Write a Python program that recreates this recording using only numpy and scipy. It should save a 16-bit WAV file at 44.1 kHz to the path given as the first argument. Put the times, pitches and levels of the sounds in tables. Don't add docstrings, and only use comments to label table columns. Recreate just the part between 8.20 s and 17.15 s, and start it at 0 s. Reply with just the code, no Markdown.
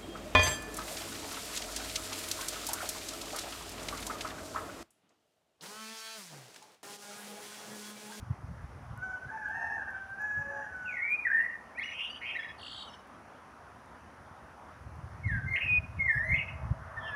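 import sys
import numpy as np
from scipy import signal
from scipy.fft import rfft, irfft, next_fast_len
from scipy.io import wavfile
from scipy.ndimage import uniform_filter1d, map_coordinates

SR = 44100
rng = np.random.default_rng(int(sys.argv[2]) if len(sys.argv) > 2 else 0)


def makeup_ratio(level_db):
    decades = np.asarray(level_db, float) / 20
    return 10 ** decades


def pcm_store(signal):
    levels = np.round(np.clip(np.atleast_2d(signal), -1, 1) * 32767)
    wavfile.write(sys.argv[1], SR, levels.astype(np.int16).T)


N = 394739


def unit(x):
    return x / np.sqrt(np.mean(x ** 2) + 1e-20)


def along(points, hz):
    point_hz, value = np.transpose(points)
    return np.interp(np.log(hz + 1), np.log(point_hz + 1), value)


def wobble(rate, size=N):
    places = np.arange(size) * np.clip(rate, 0, SR / 41) / SR
    return map_coordinates(rng.standard_normal(size // 40 + 4), [places])


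def gain(rows, column=1):
    return makeup_ratio(np.interp(np.arange(N) / SR, *np.transpose(rows)[[0, column]]))


def syllable(rows, edge_s):
    start_s, *columns = np.transpose(rows)
    t = np.arange(int((start_s[-1] - start_s[0]) * SR)) / SR
    window = np.clip(np.minimum(t / 2, t[-1] - t) / edge_s, 0, 1)
    smooth = []
    for column in columns:
        joined = np.interp(t + start_s[0], start_s, column)
        smooth.append(uniform_filter1d(joined, size=200, mode="nearest"))
    return round(start_s[0] * SR), t, window, smooth


def rush(spectrum, patchy_db):
    z = signal.stft(rng.standard_normal(N + SR // 4), nperseg=512)[2]
    patches = uniform_filter1d(rng.standard_normal(z.shape), size=6, axis=0)
    patches = uniform_filter1d(patches, size=14, axis=1)
    noise = signal.istft(z * makeup_ratio(patchy_db * unit(patches)), nperseg=512)[1]
    m = next_fast_len(len(noise))
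    colour = makeup_ratio(along(spectrum, np.fft.rfftfreq(m, 1 / SR)))
    return unit(irfft(rfft(noise, m) * colour, m)[:N])


# pitch_hz [Hz], level_db [dB per Hz]
HISS_COLOUR = [(1470, -21.5), (2500, -24), (3170, -12), (3660, -7.5), (4540, 4), (5840, 7.5), (7750, -4),
               (10100, 3.5), (11900, -7.5), (15500, -13)]


def hiss():
    return makeup_ratio(-73 + .4 * wobble(5)) * rush(HISS_COLOUR, patchy_db=.4)


# start_s [s], level_db [dB]
TRAFFIC_SWELL = [(0.0, -52.5), (1.15, -50.5), (1.35, -50), (1.92, -51.5), (2.19, -51), (3.11, -51.5),
                 (7.4, -50), (8.4, -52), (8.95, -49.5)]
# pitch_hz [Hz], level_db [dB per Hz]
ROAD_COLOUR = [(29, -37), (50, -9), (69, 3), (118, -7), (188, -2), (241, 0.5), (294, -4), (428, -5.5),
               (732, -0.5), (845, -1.5), (958, -1.5), (1320, -2.5), (3600, -24.5), (4680, -33),
               (7920, -120)]


def traffic():
    return gain(TRAFFIC_SWELL) * makeup_ratio(-3.0 + 0.14 * wobble(0.78)) * rush(ROAD_COLOUR, patchy_db=1.87)


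# start_s [s], tyre_db [dB], drone_db [dB]
CAR_APPROACH = [
    (6.5, -62, -81),
    (7.6, -60, -64),
    (8.2, -53.5, -55.5),
    (8.6, -51, -60.5),
    (8.95, -45.5, -52.5),
]
# pitch_hz [Hz], level_db [dB per Hz]
TYRE_COLOUR = [(250, -40), (500, 5), (1000, 12), (1500, 9), (2000, 2), (2500, -28.5), (5000, -50)]
# pitch_hz [Hz], level_db [dB per Hz]
DRONE_COLOUR = [(480, -52), (590, -11), (625, 3.5), (660, 4), (800, -66.5)]


def car():
    tyres = gain(CAR_APPROACH, column=1) * rush(TYRE_COLOUR, patchy_db=1.5)
    drone = gain(CAR_APPROACH, column=2) * rush(DRONE_COLOUR, patchy_db=3)
    return tyres + drone


# start_s [s], level_db [dB]
BREEZE_CURVE = [(0, -49.5), (.8, -52.5), (1.0, -63), (2.5, -61.5), (3.3, -71), (6.45, -61), (6.9, -43),
                (7.3, -38.5), (8.6, -48), (8.95, -50)]
# peak_s [s], peak_db [dB]
EDDIES = [(0.0, -46), (0.112, -35), (.25, -39), (.32, -36.5), (0.439, -38.5), (0.571, -40.5),
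          (0.721, -37.5), (.79, -41), (1.071, -41.5), (1.37, -52), (1.62, -53.5), (2.19, -45),
          (2.39, -50.5), (4.29, -56), (6.69, -41), (7.071, -31.5), (7.155, -34.5), (7.26, -35),
          (7.45, -46.5), (7.59, -35.5), (7.792, -33.5), (7.98, -30), (8.133, -28.5), (8.19, -33),
          (8.35, -33.5), (8.45, -34.5), (8.521, -31), (8.7, -46), (8.8, -40)]


def gusts():
    rise_db_per_s, fall_db_per_s = 276.5, 385
    lull_s, lull_half_s, lull_db = 7.39, 0.05, -22
    t = np.arange(0, N, 100) / SR
    peak_s, peak_db = np.transpose(EDDIES)[:, :, None]
    slope = np.where(t < peak_s, rise_db_per_s, fall_db_per_s)
    eddies = makeup_ratio(peak_db - slope * np.abs(t - peak_s)).max(axis=0)
    lull = makeup_ratio(lull_db * np.clip(1 - np.abs(t - lull_s) / lull_half_s, 0, 1))
    every_sample = np.arange(N) / SR
    strength = np.maximum(gain(BREEZE_CURVE), np.interp(every_sample, t, eddies))
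    return strength * np.interp(every_sample, t, lull)


# pitch_hz [Hz], level_db [dB per Hz]
BUFFET_COLOUR = [(20, -41.5), (40, -20), (62, 0.5), (85, 2), (125, 0), (170, -9.5), (275, -23), (400, -39),
                 (600, -85)]


def wind():
    rumble = rush(BUFFET_COLOUR, patchy_db=3.0)
    even = rumble / np.sqrt(np.abs(uniform_filter1d(rumble ** 2, size=SR // 12)) + .2)
    return gusts() * unit(makeup_ratio(3 * wobble(45)) * even)


# start_s [s], peak_db [dB]
FINGER_TICKS = [(0.7762, -48), (1.287, -51), (1.3364, -71), (1.424, -57.5), (1.7064, -53), (1.819, -75),
                (1.9, -61), (2.0193, -50), (2.2643, -64), (2.5657, -60), (3.5093, -73), (4.349, -60),
                (4.875, -57), (5.66, -56), (6.2454, -73), (6.758, -58)]


def ticks():
    out, t = np.zeros(N + SR), np.arange(400) / SR
    for start_s, peak_db in FINGER_TICKS:
        burst = rng.standard_normal(400) * makeup_ratio(-60 * t / 0.0015)
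        click = np.diff(uniform_filter1d(burst, size=2))
        out[round(start_s * SR):][:399] += makeup_ratio(peak_db + 2.5) * click / np.abs(click).max()
    return out[:N]


# pitch_hz [Hz], level_db [dB]
THROAT_COLOUR = [(1000, -4.5), (1700, 8.5), (2300, -27.5), (2800, -22.5), (3600, -58), (4400, -51.5)]
# pitch_hz [Hz], level_db [dB]
BEAK_COLOUR = [(3500, -46), (5200, -7.5), (6000, 2), (6800, 0.5), (7800, -30), (9500, -13), (11000, -50.5)]
# (start_s [s], pitch_hz [Hz], level_db [dB])
NEAR_SYLLABLES = [
    (0.0096, -13, -38, [(0.76, 741, -56), (0.812, 737, -57), (0.83, 758.3, -42), (0.968, 739, -47.5), (1.05, 782, -58)]),
    (0.76, -26, -31, [(1.07, 810, -52), (1.15, 886, -52.5), (1.27, 838, -49)]),
    (0.012, 10, -29, [(1.1, 883, -57), (1.16, 881, -52), (1.26, 843, -67)]),
    (0.48, -6, -34.5, [(1.28, 839, -50), (1.37, 919, -40.5), (1.55, 905, -40.5), (1.64, 803, -51.5)]),
    (0.022, -9, -29, [(1.985, 843, -44.5), (2.03, 846, -47), (2.2, 848, -49), (2.33, 860, -50)]),
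    (0.44, -1, -25.5, [(2.3, 859.4, -52.5), (2.4, 857, -51), (2.54, 840, -62)]),
    (.1, 9.5, -4, [(2.52, 864, -85.5), (2.78, 831, -73.5)]),
]
FAR_SYLLABLES = [
    (0.043, -14, -35, [(1.08, 769, -65), (1.22, 773, -66), (1.34, 785, -47)]),
    (0.018, -9, -48, [(1.62, 800, -56), (1.74, 769.6, -48), (2.0, 790.3, -50.5)]),
    (0.025, -20, -40, [(2.47, 757, -65.5), (2.55, 749, -44.5), (2.75, 738, -54), (2.86, 710, -60)]),
    (1, -17, -40.5, [(2.3, 965, -59.5), (2.42, 950, -48), (2.56, 930, -61.5)]),
    (0.042, 4.5, -40, [(2.14, 564.4, -69), (2.3, 561.6, -55.5), (2.46, 551.7, -66.5)]),
]


def cockerels():
    out = np.zeros(N + SR)
    for hoarse, fundamental_db, bright_db, rows in NEAR_SYLLABLES + FAR_SYLLABLES:
        start, t, window, (hz, level_db) = syllable(rows, edge_s=0.012)
        shaky_hz = hz * (1 + 0.0039 * wobble(23.7, size=len(t)))
        phase = 2 * np.pi * np.cumsum(shaky_hz) / SR
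        voice = makeup_ratio(fundamental_db) * np.exp(1j * phase)
        for k in range(2, 14):
            strength = makeup_ratio(along(THROAT_COLOUR, k * hz)) + makeup_ratio(bright_db + along(BEAK_COLOUR, k * hz))
            voice += strength * np.exp(1j * k * phase)
        beat = wobble(230.8, size=len(t)) + 1j * wobble(230.9, size=len(t))
        beat = beat * np.exp(-2j * np.pi * 110 * t)
        rough = np.sqrt(1 - hoarse) + np.sqrt(hoarse / 2) * beat
        out[start:][:len(t)] += np.sqrt(2) * makeup_ratio(level_db) * window * np.imag(voice * rough)
    return out[:N] * makeup_ratio(1.0 * wobble(29.59))


# rate_hz [Hz], shape [0 down - 1 up], gating [0-1]
FLUTE = (50, .5, 0)
# (start_s [s], pitch_hz [Hz], level_db [dB])
FLUTES = [
    (-17.5, [(2.805, 2056, -38), (2.84, 2270, -38.5), (2.92, 2430, -27), (2.967, 2523, -38)]),
    (14, [(3.605, 1720, -41), (3.62, 1857, -49.5), (3.626, 1996, -44), (3.631, 2510, -35.5), (3.64, 2957, -42.5), (3.725, 2896, -60)]),
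    (-4, [(7.03, 2256, -50), (7.06, 2133, -44.5), (7.078, 2040, -47), (7.095, 1860, -43), (7.12, 1705, -41), (7.15, 1616, -47.5), (7.2, 1537, -54.5)]),
    (-15, [(7.785, 2253, -42), (7.81, 2157, -34.5), (7.858, 2138, -34.5), (7.872, 2075, -33), (7.895, 1842, -36), (7.95, 1680, -36), (8.0, 1817, -39.5), (8.047, 1982, -41.5)]),
    (3.5, [(8.762, 1860, -50), (8.79, 1790, -48), (8.89, 1752, -44.5), (8.96, 1705, -38)]),
]


def glides():
    return [(*FLUTE, rich_db, [(*row, 0) for row in rows]) for rich_db, rows in FLUTES]


# rate_hz [Hz], shape [0 down - 1 up], gating [0-1]
WARBLE = (60, 0.49, 0.62)
FLUTTER = (40.8, .5, .45)
LATE_FLUTTER = (42.4, .5, .4)
SETTLE = (60, .5, 0)
# (start_s [s], pitch_hz [Hz], level_db [dB], swing_hz [Hz])
WARBLES = [
    (WARBLE, -17.5, [(2.648, 2864, -43, 30.4), (2.70, 2493, -36, 93), (2.77, 2116, -35.5, 153), (2.81, 2015, -36, 161.4)]),
    (WARBLE, -28, [(3.04, 2210, -27, 13), (3.07, 1783, -24, 35), (3.087, 1551, -44.5, 58), (3.12, 1780, -22, 64), (3.255, 2066, -33.5, 160)]),
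    (FLUTTER, -5, [(7.259, 2093, -39.5, 0.84), (7.315, 2132, -33, 7.5), (7.35, 2224, -35, 260), (7.362, 2580, -26, 700), (7.38, 2424, -39, 850), (7.401, 2656, -33.5, 1000)]),
    (SETTLE, -3, [(7.399, 2550, -36, 400), (7.43, 2700, -36, 170), (7.475, 2620, -36, 60), (7.49, 2510, -33, 1), (7.52, 2502, -28.5, 1), (7.59, 2500, -27.5, 1)]),
    (LATE_FLUTTER, -10.5, [(8.042, 1998, -34, 1), (8.11, 2135, -25.5, 47), (8.15, 2420, -29.5, 380), (8.162, 2944, -44.5, 700), (8.19, 2746, -33.5, 220), (8.225, 2660, -33.5, 17)]),
]


def warbles():
    return [(*kind, rich_db, rows) for kind, rich_db, rows in WARBLES]


# (start_s [s], pitch_hz [Hz], level_db [dB], swing_hz [Hz])
BUZZES = [
    (138.4, .7, [(3.71, 2316, -40, 351), (3.745, 2890, -34.5, 460), (3.85, 3140, -34, 479), (3.885, 3420, -50, 695)]),
    (119.3, 0.54, [(4.008, 2306, -38.5, 456), (4.06, 2840, -31, 558), (4.125, 2933, -32, 606)]),
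    (123.3, 0.47, [(8.8, 3470, -53, 129), (8.86, 3300, -46, 132.6), (8.91, 3135, -55, 130)]),
    (119, .6, [(8.86, 2920, -46, 80), (8.95, 2480, -60, 79.5)]),
]


def buzzes():
    gating, rich_db = .62, 9
    return [(rate_hz, shape, gating, rich_db, rows) for rate_hz, shape, rows in BUZZES]


# start_s [s], pitch_hz [Hz], level_db [dB], swing_hz [Hz], shape [0 down - 1 up]
TRILL_VOICES = [
    (4.382, 3900, -41, 980, 0.68),
    (4.372, 4820, -40, 440, 0.17),
    (4.39, 7300, -48, 355, .3),
    (4.402, 8050, -39.5, 150, .3),
]


def trill():
    rate_hz, gating, rich_db = 55.8, 0.72, 10.5
    swell_s, swell_from_db, end_s = 0.067, -10, 4.637
    notes = []
    for start_s, hz, db, swing, shape in TRILL_VOICES:
        rows = [(start_s, hz, db + swell_from_db, swing), (start_s + swell_s, hz, db, swing), (end_s, hz, db, swing)]
        notes.append((rate_hz, min(shape, .45), gating, rich_db, rows))
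    return notes


# rate_hz [Hz], shape [0 down - 1 up], gating [0-1]
PLAIN = (50, 0.55, 0.21)
# start_s [s], length_s [s], from_hz [Hz], to_hz [Hz], peak_db [dB]
FLICKS = [
    (3.546, 0.036, 2200, 2860, -44.5),
    (3.573, .029, 1792, 2640, -34.5),
    (4.115, .036, 2600, 2830, -36),
    (4.146, .029, 1750, 2630, -35),
]


def flicks():
    bend, early_rise = 0.75, .35
    notes = []
    for start_s, length_s, from_hz, to_hz, peak_db in FLICKS:
        bend_hz = from_hz + early_rise * (to_hz - from_hz)
        rows = [(start_s, from_hz, peak_db - 10, 0), (start_s + bend * length_s, bend_hz, peak_db, 0),
                (start_s + length_s, to_hz, peak_db, 0)]
        notes.append((*PLAIN, 2.5, rows))
    return notes


# start_s [s], length_s [s], from_hz [Hz], to_hz [Hz], peak_db [dB]
SOFT_PIPS = [(3.19, .04, 2770, 2800, -54), (3.891, .062, 2900, 3040, -38), (3.888, .05, 4690, 4720, -49),
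             (3.604, .022, 3250, 3480, -49), (4.188, .03, 5200, 5150, -51), (3.895, .029, 1720, 1800, -56),
             (4.563, .063, 3840, 3880, -54), (4.155, .03, 3880, 3900, -53), (4.18, .038, 1870, 1723, -40),
             (4.186, .032, 3420, 3370, -47), (4.69, .03, 5500, 5350, -54)]
SHARP_PIPS = [
    (4.673, 0.025, 3140, 2895, -43.5),
]


def pips():
    crest = .2
    notes = []
    for rich_db, table in [(-2, SOFT_PIPS), (26.5, SHARP_PIPS)]:
        for start_s, length_s, from_hz, to_hz, peak_db in table:
            crest_hz = from_hz + crest * (to_hz - from_hz)
            rows = [(start_s, from_hz, peak_db - 12, 0), (start_s + crest * length_s, crest_hz, peak_db, 0),
                    (start_s + length_s, to_hz, peak_db - 3.5, 0)]
            notes.append((*PLAIN, rich_db, rows))
    return notes


# multiple, level_db [dB under the whistle]
WHISTLE_OVERTONES = [(2, -29.5), (3, -29), (4, -44.5), (5, -33), (6, -38), (7, -30.5), (8, -38), (9, -37)]
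# start_s [s], level_db [dB]
BEAK_OPENING = [(2.65, 6), (2.8, -4.5), (2.95, 8.5), (3.05, 2), (3.25, 9), (3.6, -6.5), (3.75, 1.5),
                (3.9, 0), (4.2, -1), (4.6, -4), (7.05, -1), (7.2, 5.5), (7.36, 4), (7.45, 5), (7.55, -11.5),
                (7.82, -6.5), (7.95, 9), (8.15, -0.5)]
# pitch_hz [Hz], level_db [dB]
PORT_COLOUR = [(1500, 8), (2600, -2.3), (3300, 1), (4000, 0.5), (4700, -12.5), (6000, -6.5), (7800, -23),
               (9800, -0.5), (12000, -28.5), (14500, -17), (16000, -16.5)]


def blackbird():
    out = np.zeros(N + SR)
    for rate_hz, shape, gating, rich_db, rows in glides() + warbles() + buzzes() + trill() + flicks() + pips():
        start, t, window, (hz, level_db, swing_hz) = syllable(rows, edge_s=.006)
        size = len(t)
        cycle = (rate_hz * t * (1 + 0.39 * t) + .02 * gating * wobble(90, size=size)) % 1
        height = (.5 + .5 * signal.sawtooth(2 * np.pi * cycle, shape)) ** 1.4
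        scatter = .16 * gating * wobble(250, size=size)
        pitch = hz + swing_hz * (uniform_filter1d(2 * height - 1, size=60) + scatter)
        phase = 2 * np.pi * np.cumsum(pitch) / SR

        rich_db = rich_db - 60 * np.abs(np.gradient(np.log(pitch))) * SR / 1000
        beak_db = np.interp(start / SR + t, *np.transpose(BEAK_OPENING))
        partials = [(0.99, 0.0031)]
        for k, overtone_db in WHISTLE_OVERTONES:
            flicker_db = 4 * wobble(60, size=size)
            partials.append((k, overtone_db + rich_db / (k - 1) + beak_db * min(k / 4, 1) + flicker_db))
        blur = .35 * wobble(350, size=size)
        tone = np.zeros(size)
        for k, partial_db in partials:
            strength = makeup_ratio(partial_db + along(PORT_COLOUR, k * pitch)) * (k * pitch < SR / 2)
            tone += strength * np.sin(k * phase + (k - 1) * blur)

        stroke = np.clip(cycle / shape if shape >= .5 else (cycle - shape) / (1 - shape), 0, 1)
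        gate = 1 - gating * (1 - np.sin(np.pi * stroke))
        gate = gate * makeup_ratio(gating ** 2 * (3 * wobble(150, size=size) - 38 * height))
        out[start:][:size] += np.sqrt(2) * makeup_ratio(level_db) * window * uniform_filter1d(gate, size=70) * tone
    ground = round(.00319 * SR)
    out[ground:] += makeup_ratio(-4) * out[:-ground].copy()
    return out[:N] * makeup_ratio(.2 + 1.1 * wobble(60))


# pitch_hz [Hz], fall_s [s]
YARD_FALL = [(500, .8), (2000, .75), (5000, .6), (12000, .35)]
# delay_s [s], level_db [dB]
WALL_REPLIES = [(.0052, -7.5), (.011, -15), (.024, -9.5), (.038, -14.5), (.05, -15), (0.0614, -11),
                (.085, -12), (.092, -18), (.113, -16)]


def yard(x, walls_db, tail_db, send=1):
    hz, t, z = signal.stft(rng.standard_normal(SR), SR, nperseg=256)
    fall = makeup_ratio(-60 * t / along(YARD_FALL, hz)[:, None])
    tail = signal.istft(z * fall, SR, nperseg=256)[1]
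    reply = makeup_ratio(tail_db) * np.pad(tail / np.linalg.norm(tail), (SR // 100, 0))
    for delay_s, level_db in WALL_REPLIES:
        scatter = rng.standard_normal(1200) * makeup_ratio(-60 * np.arange(1200) / SR / .02)
        reply[round(delay_s * SR):][:1200] += makeup_ratio(level_db + walls_db) * scatter / np.linalg.norm(scatter)
    echo = signal.fftconvolve(x * send, reply)[:N]
    return x + makeup_ratio(3 * wobble(45)) * echo


# start_s [s], level_db [dB]
WALL_SEND = [
    (4.3, 0),
    (4.38, -5),
    (4.62, -5),
    (4.67, 0),
    (7.46, 0),
    (7.5, -13),
    (7.7, -13),
    (7.75, 0),
]


def scene():
    background = hiss() + traffic() + car() + wind() + ticks()
    crows = yard(cockerels(), walls_db=-6.5, tail_db=-6.5)
    song = yard(blackbird(), walls_db=-0.4, tail_db=-12, send=gain(WALL_SEND))
    return (background + crows + song)[None]


def top_cut(x):
    return signal.sosfilt(signal.butter(12, 15680, fs=SR, output="sos"), x)


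def record(dry):
    top_hz = 15700
    m = next_fast_len(N)
    below_top = np.fft.rfftfreq(m, 1 / SR) < top_hz
    mix = irfft(rfft(dry, m) * below_top, m)[:, :N]
    return top_cut(mix)


dry = scene()
out = record(dry)
pcm_store(out)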